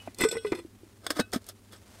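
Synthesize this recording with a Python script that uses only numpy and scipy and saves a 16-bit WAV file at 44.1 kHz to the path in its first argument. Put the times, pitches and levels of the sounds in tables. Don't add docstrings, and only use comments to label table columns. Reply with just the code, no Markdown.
import sys
import numpy as np
from scipy import signal
from scipy.fft import rfft, irfft
from scipy.io import wavfile

SR = 44100
rng = np.random.default_rng(int(sys.argv[2]) if len(sys.argv) > 2 else 0)


def digitize_waveform(pressure):
    field = np.atleast_2d(pressure).T
    bounded = np.clip(field, -1, 1)
    quanta = np.round(bounded * 32767).astype(np.int16)
    wavfile.write(sys.argv[1], SR, quanta)


N = 88200
T = np.arange(N) / SR


def amp(db):
    return 10 ** (np.asarray(db) / 20)


def unit(x):
    return x / np.sqrt(np.mean(x ** 2))


def band(x, hz, kind, order=2):
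    return signal.sosfilt(signal.butter(order, hz, kind, fs=SR, output="sos"), x)


def fade(age_s, t60_s):
    return np.exp(-np.log(1000) * age_s / t60_s)


def coloured(x, points):
    hz, db = np.array(points).T
    bin_hz = np.fft.rfftfreq(N, 1 / SR)
    gain = amp(np.interp(np.log(bin_hz + 1), np.log(hz), db))
    return unit(irfft(rfft(x) * gain, N))


def walk(rate_hz):
    return coloured(rng.standard_normal(N), [(rate_hz, 0), (2 * rate_hz, -100)])


def grit():
    grains_per_s, spread_db, smooth_share = 3500, 1, 0.46
    hits = rng.random(N) < grains_per_s / SR
    signs = rng.choice([-1, 1], N)
    clicks = hits * signs * amp(spread_db * rng.standard_normal(N))
    return unit(clicks) + smooth_share * rng.standard_normal(N)


def forest_air():
    level_db = -58
    # (frequency [Hz], density [dB])
    air_colour = [(15, -66), (25, -7), (108, 2.5), (149, -16), (206, 0.5), (416, -8.5), (900, -57.5),
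                  (8590, -31), (16000, -34)]
    return amp(level_db) * coloured(rng.standard_normal(N), air_colour)


def hum():
    waver_db, waver_hz = 1.4, 7.4
    # (frequency [Hz], rms level [dB])
    hum_lines = [(99.7, -60), (200, -82), (400, -75)]
    out = np.zeros(N)
    for hz, db in hum_lines:
        level = np.sqrt(2) * amp(db + waver_db * walk(waver_hz))
        out += level * np.sin(2 * np.pi * (hz * T + rng.random()))
    return out


def forest_echo(x):
    level_db, t60_s, dull_hz, onset_s = -45, 0.15, 3230, 0.025
    tail = band(rng.standard_normal(N), dull_hz, "low", order=1)
    tail = tail * fade(T, t60_s) * np.minimum(T / onset_s, 1)
    return amp(level_db) * signal.fftconvolve(x, tail / np.linalg.norm(tail))[:N]


def sleeves():
    flicker_db, flicker_hz = 1.5, 29.5
    # (time [s], level [dB])
    rustle_level = [(0, -56), (.13, -61), (.68, -64.5), (.97, -64.5), (1.04, -65), (1.29, -71.5),
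                    (1.45, -63.5), (1.56, -65.5), (1.8, -61.5), (2, -56.5)]
    # (frequency [Hz], density [dB])
    rustle_colour = [(290, -29), (500, 1.5), (2130, -5.5), (9920, -11), (16000, -22.5)]
    time_s, db = np.array(rustle_level).T
    level_db = np.interp(T, time_s, db) + flicker_db * walk(flicker_hz)
    return coloured(grit(), rustle_colour) * amp(level_db)


def ticks():
    t60_s, width_ratio = 0.017, 1.7
    # (time [s], level [dB], centre [Hz])
    tick_events = [(.146, -39.5, 6000), (0.186, -33, 6800), (0.2125, -26, 8500), (0.2404, -28.5, 3770),
                   (0.5208, -34.5, 4260), (1.0664, -32.5, 5940), (1.105, -22.5, 1420), (1.1995, -27, 4260),
                   (1.319, -42, 5900), (1.3345, -35.5, 5800), (1.419, -52, 5500), (1.4424, -46, 6000),
                   (1.466, -43.5, 6940), (1.4887, -34, 7500), (1.723, -44.5, 7000)]
    out, rub = np.zeros(N), grit()
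    for s, db, hz in tick_events:
        crack = unit(band(rub, [hz / width_ratio, hz * width_ratio], "band"))
        out += amp(db) * (T >= s) * fade(np.abs(T - s), t60_s) * crack
    return out


def shimmer(x):
    level_db, t60_s = -6, 0.04
    age_s = T[:SR // 10]
    ring = rng.standard_normal(len(age_s)) * fade(age_s, t60_s)
    return x + amp(level_db) * signal.fftconvolve(x, ring / np.linalg.norm(ring))[:N]


def gripped_wall(rub, body, dull_hz):
    crackle_db = -10
    width_hz, width_share = 81, 0.002
    wall = amp(crackle_db) * rub
    for hz, db in body:
        b, a = signal.iirpeak(hz, hz / (width_hz + width_share * hz), fs=SR)
        wall = wall + amp(db) * signal.lfilter(b, a, rub)
    return band(wall, dull_hz, "low", order=1)


def scrapes(events, body, dull_hz):
    thud_hz, thud_db = 117, -17.5
    judder_db, judder_hz = 1.4, 400
    band_edges_hz = [170, 560, 2250, 16000]
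    wall = gripped_wall(grit(), body, dull_hz)
    edge_pairs = zip(band_edges_hz, band_edges_hz[1:])
    bands = np.array([unit(band(wall, edges, "band", order=3)) for edges in edge_pairs])
    bands[0] += amp(thud_db) * unit(band(rng.standard_normal(N), thud_hz, "low"))
    force = []
    for s, rise_s, t60_s, *_ in events:
        rise = np.exp(np.minimum(T - s, 0) / rise_s)
        force.append(rise * fade(np.maximum(T - s, 0), t60_s))
    event_gain = amp([row[3:] for row in events])
    power = event_gain.T ** 2 @ np.array(force) ** 2
    judder = unit(amp(judder_db * walk(judder_hz)))
    return shimmer(np.sum(bands * np.sqrt(power), axis=0) * judder)


def lid_shoves():
    # (peak [s], rise constant [s], t60 [s], bass [dB], middle [dB], treble [dB])
    lid_events = [(1.047, 0.016, 0.96, -57.5, -54, -56.5), (1.0665, 0.00055, 0.025, -41, -30, -30.5),
                  (1.1055, 0.0019, 0.057, -38, -28.5, -28.5), (1.171, 0.011, 0.092, -47.5, -38, -40.5),
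                  (1.196, 0.002, 0.031, -27.5, -27.5, -45), (1.2015, 0.0081, 0.052, -29.5, -25.5, -31),
                  (1.3295, 0.0016, 0.025, -43, -35, -38), (1.3345, 0.0018, 0.039, -27.5, -30.5, -29.5),
                  (1.3445, 0.00085, 0.058, -56, -33, -34.5), (1.361, 0.005, 0.055, -38.5, -36, -38.5),
                  (1.497, 0.015, 0.068, -56.5, -49, -45), (1.733, 0.011, 0.14, -57, -50.5, -51.5)]
    # (frequency [Hz], level [dB])
    lid_body = [(700, -9), (980, -9.5), (1290, 1), (1640, 3.5), (1880, -15), (3480, 1), (3840, -11),
                (4600, -2), (5200, -2), (8400, -0.5), (11000, -4)]
    return scrapes(lid_events, lid_body, dull_hz=8800)


def pot_scrapes():
    # (peak [s], rise constant [s], t60 [s], bass [dB], middle [dB], treble [dB])
    pot_events = [(.0765, 0.00045, 0.06, -45.5, -45.5, -78), (.188, 0.0012, 0.12, -62, -51, -49),
                  (.2085, 0.0091, 0.063, -31.5, -35.5, -31), (.2135, 0.0006, 0.12, -27.5, -42, -29.5),
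                  (.2385, 0.0043, 0.1, -28.5, -24.5, -31), (.288, 0.0017, 0.037, -38, -53, -33.5),
                  (.315, 0.003, 0.064, -37, -48, -34.5), (.329, 0.0048, 0.068, -42, -40.5, -42),
                  (.357, 0.0092, 0.046, -35, -40.5, -61), (.3695, 0.0013, 0.045, -42, -52, -44.5),
                  (.4505, 0.002, 0.038, -40.5, -34, -53), (.477, 0.033, 0.18, -50, -57.5, -51),
                  (.5205, 0.001, 0.045, -34.5, -29, -50), (.528, 0.002, 0.072, -30.5, -34, -51),
                  (.552, 0.0036, 0.053, -52, -43, -43.5), (.592, 0.049, 0.089, -48, -49, -51)]
    # (frequency [Hz], level [dB])
    pot_body = [(1000, -3.5), (1260, 3.5), (2030, 3.5), (2430, 2), (3500, 9), (4220, 6.5), (5080, 8),
                (7700, 3.5), (8190, 8.5), (11170, 9)]
    return scrapes(pot_events, pot_body, dull_hz=5200)


def knocks():
    glide_s, chatter_db, chatter_hz = 0.09, 1.75, 74
    # (time [s], starting pitch [Hz], level [dB], push time constant [s], t60 [s])
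    knock_events = [(0.0753, 675, -20.5, 0.00041, 0.014), (0.079, 262, -33.5, 0.00091, 0.049),
                    (0.2114, 338, -16.5, 0.0017, 0.027), (0.2366, 320, -12.5, 0.00075, 0.037),
                    (0.249, 436, -7, 0.0058, 0.075), (0.3254, 459.5, -27.5, 0.0011, 0.12),
                    (0.358, 467, -27, 0.0039, 0.07), (0.3687, 454, -26.5, 0.00052, 0.12),
                    (0.4478, 434, -20, 0.001, 0.15), (0.5205, 356, -9.5, 0.0016, 0.03),
                    (0.546, 358.5, -29, 0.00085, 0.09), (0.585, 346, -33, 0.0031, 0.12),
                    (.649, 327, -32, 0.00072, 0.045), (0.833, 336, -41.5, 0.00077, 0.058),
                    (1.103, 295, -22.5, 0.0044, 0.054), (1.168, 304, -29.5, 0.0026, 0.12),
                    (1.1946, 286, -21.5, 0.00075, 0.055), (1.1999, 233.6, -11, 0.002, 0.042),
                    (1.342, 269, -21, 0.00043, 0.027), (1.36, 242, -12.5, 0.0018, 0.035)]
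    out = np.zeros(N)
    age_s = T[:SR // 2]
    following = knock_events[1:] + knock_events[-1:]
    for (s, hz, db, push_s, t60_s), (_, next_hz, *_) in zip(knock_events, following):
        start = int(s * SR)
        pitch_hz = next_hz + (hz - next_hz) * np.exp(-age_s / glide_s)
        tone = np.sin(2 * np.pi * np.cumsum(pitch_hz) / SR)
        envelope = (1 - np.exp(-age_s / push_s)) * fade(age_s, t60_s)
        out[start:start + len(age_s)] += amp(db) * envelope * tone
    return out * amp(chatter_db * walk(chatter_hz))


def clinks():
    split_low_hz, split_high_hz, twin_share = 13, 26.91, 0.3
    # (frequency [Hz], level [dB], t60 before the grip [s])
    pot_modes = [(1501, -1, .26), (2020, -1, .08), (2577, -6, .22), (2943, -7, .2), (3330, -6, .33),
                 (3560, -8, .1), (3847, -5, .13), (4205, -7, .1), (5100, -2, .075), (5541, -10, .38),
                 (7720, 2, .11), (8164, -3, .29), (11125, -13, .12)]
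    # (time [s], level [dB], favoured pitch [Hz], spread [octaves], ring length share left by the grip)
    clink_events = [(0.001, -37.5, 2806, 0.13, 1.07), (.2072, -27, 2160, 0.55, 0.66),
                    (0.2192, -16, 2187, 0.23, 0.56), (.221, -33.5, 7700, 0.88, 1.42),
                    (0.243, -33, 6040, 0.65, 0.5), (.246, -37, 1450, 0.63, 1.9),
                    (.288, -27, 7590, 0.06, 0.55), (.314, -35.5, 5900, 0.9, 1.15),
                    (.369, -28, 1800, 0.28, 0.63), (.381, -44.5, 3180, 0.77, 0.79),
                    (.468, -40.5, 2260, 0.97, 0.69), (1.068, -30, 3550, 0.099, 0.63),
                    (1.204, -32.5, 1500, 0.21, 0.46), (1.205, -26, 3980, .1, 0.63),
                    (1.208, -35.5, 2590, 0.18, 0.8), (1.732, -47, 3290, 0.076, 0.32),
                    (1.763, -52, 5960, 0.54, 0.35)]
    out = np.zeros(N)
    for s, db, centre_hz, spread_oct, grip in clink_events:
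        start = int(s * SR)
        age_s = T[:min(SR // 2, N - start)]
        for hz, mode_db, t60_s in pot_modes:
            favour = 1 / (1 + (np.log2(hz / centre_hz) / spread_oct) ** 2) ** 2
            twin_hz = hz + rng.uniform(split_low_hz, split_high_hz)
            pair = np.sin(2 * np.pi * hz * age_s) + twin_share * np.sin(2 * np.pi * twin_hz * age_s)
            ring = favour * fade(age_s, t60_s * grip) * pair
            out[start:start + len(age_s)] += amp(db + mode_db) * ring
    return out


def scene():
    side_db = -43
    ware = clinks() + knocks() + ticks() + pot_scrapes() + lid_shoves()
    mid = ware + forest_echo(ware) + sleeves() + hum() + forest_air()
    side = amp(side_db) * signal.hilbert(mid).imag
    return np.array([mid + side, mid - side])


def record(dry):
    top_hz, ripple_db, stop_db = 15600, 0.2, 70
    return signal.sosfilt(signal.ellip(8, ripple_db, stop_db, top_hz, fs=SR, output="sos"), dry)


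dry = scene()
out = record(dry)
digitize_waveform(out)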